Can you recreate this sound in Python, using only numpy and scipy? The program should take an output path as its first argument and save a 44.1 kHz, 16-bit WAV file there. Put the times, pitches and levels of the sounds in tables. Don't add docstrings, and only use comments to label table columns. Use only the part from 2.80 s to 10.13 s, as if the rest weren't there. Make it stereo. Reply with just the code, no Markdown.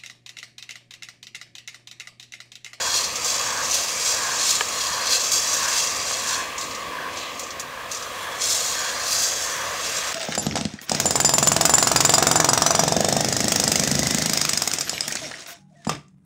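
import sys
import numpy as np
from scipy import signal
from scipy.fft import rfft, irfft
from scipy.io import wavfile
from scipy.ndimage import uniform_filter1d

SR = 44100
rng = np.random.default_rng(int(sys.argv[2]) if len(sys.argv) > 2 else 0)


def digitize_waveform(pressure):
    field = np.atleast_2d(pressure).T
    bounded = np.clip(field, -1, 1)
    quanta = np.round(bounded * 32767).astype(np.int16)
    wavfile.write(sys.argv[1], SR, quanta)


def volts_from_db(level):
    exponent = np.asarray(level, float) / 20
    return 10 ** exponent


N = 323253


def evened(x):
    return x / np.sqrt(np.mean(x ** 2) + 1e-20)


def unit(size, inside=1):
    return size / np.sqrt(np.sum(size ** 2 * inside, axis=0))


def read(points, hz):
    f, value = np.transpose(points)
    return np.interp(np.log(hz + 1), np.log(f + 1), value)


def curves(rows, t):
    s, *columns = np.transpose(rows)
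    return [np.interp(t, s, c) for c in columns]


def bump(hz, centre_hz, width):
    return np.exp(-2 * ((hz - centre_hz) / width) ** 2)


def second_colour(t):
    start_s, length_s = 4.7, 0.44
    return np.clip((t - start_s) / length_s, 0, 1)


# time in seconds, how much they face it in dB (each sound takes a share of this).
VENT_TURNS = [(0, -18), (3.3, -9), (3.6, 12), (4.6, 12.5), (4.9, -10), (7.33, -11)]


def facing(t):
    return curves(VENT_TURNS, t)[0]


# time in seconds, hiss in dB (the jet follows only a share of its swing), nozzle resonance in dB,
# pot hollow in dB, change of the nozzle resonance half a circle later in dB.
CIRCLES = [(0.07, -38.5, -35, -36.5, -5), (0.73, -35, -32, -34, -7), (1.45, -34.5, -33.5, -34, -4.5),
           (2.18, -37.5, -33, -33.5, -6), (2.86, -33.5, -32, -33, -4), (3.53, -36.5, -34, -33.5, -2),
           (4.22, -43.5, -35, -36.5, -1.5), (4.95, -49.5, -39, -42, -2.5), (5.43, -42, -36.5, -38, -4.5),
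           (6.05, -37, -36, -34, -6), (6.79, -37, -36.5, -36.5, -2), (7.45, -30.5, -36, -37, -3)]


def circling(t):
    narrow = 3
    away_hiss_db, away_hollow_db, later_hollow_db = -2.5, -14.5, 6
    s, *_, loss_db = np.transpose(CIRCLES)
    laps = np.interp(t, s, np.arange(len(s)))
    away = 1 - abs(np.cos(np.pi * laps)) ** narrow
    hiss_db, nozzle_db, hollow_db, _ = curves(CIRCLES, t)
    hiss_db = hiss_db + away_hiss_db * away
    nozzle_db = nozzle_db + loss_db[laps.astype(int)] * away
    hollow_db = hollow_db + (away_hollow_db + later_hollow_db * second_colour(t)) * away
    return away, hiss_db, nozzle_db, hollow_db


# frequency in Hz, relative level in dB.
JET_COLOUR = [(30, -30), (50, -9), (180, -17.5), (284, -14), (371, -19), (483, -8), (820, -9.5),
              (1300, -12), (2000, -11), (2500, -9), (3050, -14), (4500, -19), (7500, -25), (9500, -28.5),
              (12500, -33), (16000, -32)]
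# frequency in Hz, width in Hz, height in dB.
BARREL = [(519, 60, 4), (690, 78, 2.5), (802, 87, -5), (1410, 130, -7.5), (3350, 100, 4.5)]
# frequency in Hz, change in dB.
COLOUR_CHANGE = [(100, 0), (150, 1.5), (220, -1), (700, 1.5), (1000, -0.5), (1400, 5.5), (2500, -2),
                 (3300, 2), (5000, 0), (11000, 3)]


def jet(patchy_db=1.0):
    frames, hz = N // 256 + 5, np.fft.rfftfreq(1024, 1 / SR)[:, None]
    a, b, patches = rng.standard_normal((frames, 513, 3)).T
    patches = uniform_filter1d(uniform_filter1d(patches, 10, 0), 20, 1)
    patches = evened(patches)
    t = np.arange(frames) * 256 / SR
    away, hiss_db, nozzle_db, hollow_db = circling(t)
    facing_db = facing(t)

    pipe_db = sum(db * bump(hz, f, w) for f, w, db in BARREL)
    body = unit(volts_from_db(read(JET_COLOUR, hz) + pipe_db), (hz > 2000) & (hz < 3000))
    share = 0.19 + 0.25 * np.clip(hz / 1500, 0, 1)
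    body = body * volts_from_db(share * (hiss_db + 39) - 39 + read(COLOUR_CHANGE, hz) * second_colour(t))

    nozzle_hz, nozzle_width = 1069 * (1 + 0.068 * away), 217 - 4 * facing_db
    nozzle = volts_from_db(nozzle_db) * unit(bump(hz, nozzle_hz, nozzle_width))
    hollow_hz, hollow_width = 1636 * (1 + 0.075 * away), 366
    hollow = volts_from_db(hollow_db) * unit(bump(hz, hollow_hz, hollow_width))

    gust_s, gust_db, gust_length_s = 4.45, -36.5, 0.07
    gust_hz, gust_width = 3200 - 5000 * (t - gust_s), 1800
    gust_swell = volts_from_db(gust_db) * np.exp(-.5 * ((t - gust_s) / gust_length_s) ** 2)
    gust = gust_swell * unit(bump(hz, gust_hz, gust_width) + 1e-9)

    vent = volts_from_db(-55.5 + 0.46 * facing_db) * unit(bump(hz, 328, 200))

    power = body ** 2 + nozzle ** 2 + hollow ** 2 + vent ** 2 + gust ** 2
    size = np.sqrt(power) * volts_from_db(patchy_db * patches)
    spectrum = (a + 1j * b) * size * np.sqrt(3 / 2)
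    return signal.istft(spectrum, nperseg=1024, noverlap=768)[1][:N]


# time in seconds, turns per second in Hz.
SHAFT = [(0, 258.5), (1.5, 257.9), (2.2, 259.5), (3.5, 259.5), (3.7, 257.5), (4.0, 256.4), (4.7, 255.5),
         (5.1, 255.2), (5.2, 252.4), (5.6, 256.1), (6.0, 255.8), (6.8, 258.8), (7.1, 260.4)]
# multiple of the shaft speed, level in dB before the vents turn,
# share of the vents' turning that it follows.
ORDERS = [(1, -60, 0.4), (2, -61, .2), (3, -64, .2), (6, -57, .2), (8, -68, 1.7), (35, -76, 1),
          (55, -68, .15)]


def whine(waver=.0004):
    t = np.arange(N) / SR
    drift = evened(uniform_filter1d(rng.standard_normal(N), 8000))
    turn = 2 * np.pi * np.cumsum(curves(SHAFT, t)[0] * (1 + waver * drift)) / SR
    facing_db = facing(t)
    comb = [(k, -68, .15) for k in range(53, 62)]
    return sum(volts_from_db(db + beam * facing_db) * np.sin(k * turn) for k, db, beam in ORDERS + comb)


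# frequency in Hz, width in Hz (wider dies sooner),
# relative level in dB before a random offset at each spot.
WALL = [(1550, 35, -9), (2270, 30, -11), (2620, 60, -10), (2720, 40, -9), (3328, 45, -3.5), (3897, 38, -5),
        (4255, 80, -1), (4696, 45, -1), (4805, 55, 2), (5222, 50, -4), (5515, 65, -2), (5760, 40, -6),
        (5870, 25, 4), (6030, 60, -4), (6260, 70, -2), (6340, 24, .5), (6570, 80, 0), (6750, 60, -1),
        (7010, 90, -2), (7190, 50, -1), (7270, 45, -1), (7375, 40, -1), (7575, 45, -3), (7935, 50, -6),
        (8665, 50, -4), (8900, 60, -9), (9550, 200, -7), (10290, 110, -8), (10860, 90, -9), (11890, 80, -8),
        (12160, 40, -10), (14900, 60, -13)]
# frequency in Hz, relative level in dB.
CRACK = [(2500, -29.5), (3600, -13.5), (4500, -14.5), (5600, -6.5), (6500, -5.5), (7400, -7), (7800, -13),
         (9300, -13), (11200, -17), (15700, -18)]


def strikes(count, crack_db=-2, crack_t60=0.049, rise=0.00035):
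    t = np.arange(4096) / SR
    hz, width, db = (c[:, None] for c in np.transpose(WALL))
    fine = np.fft.rfftfreq(4096, 1 / SR)
    bright = np.clip((fine - 8000) / 1500, 0, 1)
    low = np.clip((4650 - fine) / 250, 0, 1)
    out = []
    for level_offset, pitch_offset in rng.standard_normal((count, 2, len(WALL), 1)):
        rings = volts_from_db(db + 3.5 * level_offset) * width * np.exp(-np.pi * width * t)
        modes = (rings * np.sin(2 * np.pi * (hz + .1 * width * pitch_offset) * t)).sum(0)
        noise = irfft(rfft(rng.standard_normal(4096)) * volts_from_db(read(CRACK, fine)))
        crack = noise * volts_from_db(-60 * t / crack_t60)
        blow = evened(modes) + volts_from_db(crack_db) * evened(crack)
        whole = rfft(blow * (1 - np.exp(-t / rise)))
        out.append([whole * low, whole * (1 - bright - low), whole * bright])
    out = np.array(out)
    return out / np.sqrt(np.mean(abs(out) ** 2, axis=(0, 2), keepdims=True))


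# peak time in seconds, rattle level in dB,
# seconds to rise by 10 dB, seconds to fall by 10 dB, low modes relative to the rattle in dB.
SWEEPS = [(0.06, -29.5, 0.5, .2, -6), (0.16, -22.5, 0.14, .13, -5), (0.48, -22.5, 0.09, 0.28, -8),
          (0.96, -22.5, 0.18, 0.19, -7.5), (1.29, -21, .14, .15, -7.5), (1.7, -20.5, .2, 0.11, -6),
          (2.03, -27, .35, 0.46, -5), (2.32, -19, 0.05, 0.09, -4.5), (2.45, -25, 0.1, .08, -8),
          (2.535, -20, 0.04, .15, -10), (2.73, -24.5, 0.1, 0.18, -6.5), (2.99, -22, 0.33, .24, -7),
          (3.3, -26.5, .06, .2, -5.5), (3.53, -26, 0.13, .07, -3.5), (3.8, -34.5, 0, .19, -3.5),
          (4.39, -37.5, .07, .1, -6), (4.62, -40.5, 0.14, 0.1, -8), (5.12, -35, 0.02, 0.15, -5.5),
          (5.45, -43, .3, 0, 0), (5.615, -24.5, .012, 0.17, -6), (5.7, -20, .06, .13, -9),
          (5.88, -27, 0.19, 0.42, -5), (6.33, -23.5, 0.1, .14, -8), (6.43, -22, 0.13, .12, -9.5),
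          (6.62, -29, 0.21, 0.43, -9), (7.06, -29, .1, 0.1, -5), (7.18, -28.5, 0.13, 0.1, -5),
          (7.28, -30, .06, .12, -6)]
# time in seconds, level in dB.
TOP = [(0, -14), (.4, -12.5), (.75, -15.5), (1.15, -11.5), (1.5, -15), (1.9, -10.5), (2.25, -13.5),
       (4.7, -12.5), (5.15, -10), (5.45, -4), (5.6, -13.5), (5.75, -10), (6.18, -13), (6.33, -9.5),
       (6.5, -12.5), (7.33, -13)]


def stirring():
    t = np.arange(0, N, 64) / SR
    rest = volts_from_db(-53.5) ** 2
    s, db, rise, fall, low_db = (c[:, None] for c in np.transpose(SWEEPS))
    push = volts_from_db(db - 10 * np.where(t < s, (s - t) / rise, (t - s) / fall)) ** 2
    middle = np.sqrt(push.sum(0) + rest)
    low = np.sqrt((push * volts_from_db(low_db) ** 2).sum(0) + rest)
    top = volts_from_db(curves(TOP, t)[0]) * middle
    return np.array([np.interp(np.arange(N) / SR, t, c) for c in (low, middle, top)])


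def rattle(spread_db=2.5, beans_per_s=2500):
    spots = irfft(strikes(count=24))
    landed = rng.random(N) < beans_per_s / SR
    size = volts_from_db(spread_db * np.minimum(rng.exponential(1, N), 5)) * landed
    size *= rng.choice([-1., 1.], N) / np.sqrt(np.mean(size ** 2))
    spot = (np.arange(N) * 12 // SR + rng.integers(0, 4, N)) % len(spots)
    force = size * stirring()
    out = 0
    for k, parts in enumerate(spots):
        out = out + signal.oaconvolve(force * (spot == k), parts, axes=1)[:, :N].sum(0)
    return out


# start in seconds, peak of the duller part in dB,
# treble relative to the duller part in dB, centre of the favoured modes in Hz.
HITS = [(0.244, -14, -26, 5530), (0.3561, -15, -15.5, 6260), (0.4464, -15, -14, 6970),
        (0.9098, -17, -14, 6280), (0.941, -10, -10, 4790), (1.0354, -18, -8, 6000),
        (1.7064, -13, -12, 6560), (2.2696, -15, -25, 4220), (2.4376, -15, -23, 4850),
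        (2.517, -10, -9, 6000), (2.7364, -16, -9, 7190), (3.199, -18, -28, 4800), (3.3306, -21, -25, 6970),
        (3.49, -17, -19, 4240), (3.78, -18, -18, 6500), (3.8112, -19, -17, 4240), (3.91, -26, -20, 4870),
        (3.9484, -22.5, -18, 5230), (4.371, -23.5, -27, 4780), (4.594, -20, -9, 6760),
        (4.6329, -25.5, -25, 6580), (4.6693, -29, -25, 7380), (4.705, -23.5, -29, 4840),
        (4.7963, -19, -10, 7500), (5.1143, -17.5, -12, 7100), (5.1472, -19, -35, 5800),
        (5.1736, -22, -25, 6270), (5.224, -23, -24, 5870), (5.6082, -17, -21, 6000),
        (6.2352, -19, -23, 5860), (6.315, -19, -11, 6570), (7.0514, -19.5, -25, 6800),
        (7.166, -18.5, -25, 6910)]


def hits():
    out, fine = np.zeros(N + 4096), np.fft.rfftfreq(4096, 1 / SR)
    spots = strikes(count=len(HITS), crack_db=5.0, crack_t60=0.11, rise=0.00022)
    for (s, db, bright_db, hz), (low, middle, bright) in zip(HITS, spots):
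        favoured = volts_from_db(6 * bump(fine, hz, 2500))
        dull = evened(irfft((volts_from_db(-6) * low + middle) * favoured))
        treble = evened(irfft(bright))
        hit = (dull + volts_from_db(bright_db) * treble) / abs(dull).max()
        out[round(s * SR):][:4096] += volts_from_db(db) * hit
    return out[:N]


# start in seconds, level in dB.
KNOCKS = [(1.808, -8), (3.309, -20)]
# frequency in Hz, relative level in dB,
# seconds to die by 60 dB.
HOUSING = [(460, -8, 0.025), (950, -9, 0.03), (1230, -6, 0.033), (1700, -3, 0.024), (2250, 2, 0.009),
           (3150, 4, 0.007)]


def knocks(clack_db=-12, cycles=1.2):
    t = np.arange(4096) / SR
    ring = 0
    for hz, db, t60 in HOUSING:
        envelope = volts_from_db(db - 60 * t / t60) * (1 - np.exp(-t * hz / cycles))
        ring = ring + envelope * np.sin(2 * np.pi * hz * t)
    band = signal.butter(2, [500, 3200], "band", fs=SR)
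    clack = evened(signal.lfilter(*band, rng.standard_normal(4096)))
    knock = ring / abs(ring).max() + volts_from_db(clack_db - 60 * t / 0.021) * clack
    knock = knock * (1 - np.exp(-t / 0.00082))
    out = np.zeros(N + 4096)
    for s, db in KNOCKS:
        out[round(s * SR):][:4096] += volts_from_db(db) * knock
    return out[:N]


def scene():
    return np.tile(jet() + whine() + rattle() + hits() + knocks(), (2, 1))


def top_cut(x):
    return signal.sosfilt(signal.butter(12, 15760, fs=SR, output="sos"), x)


def record(dry):
    low_cut = signal.butter(4, 50, "high", fs=SR, output="sos")
    cut = signal.sosfilt(low_cut, dry)
    edge = signal.firwin(1023, 15780, window=("kaiser", 10), fs=SR)[None]
    mix = signal.oaconvolve(cut, edge, "same")
    return top_cut(mix)


dry = scene()
out = record(dry)
digitize_waveform(out)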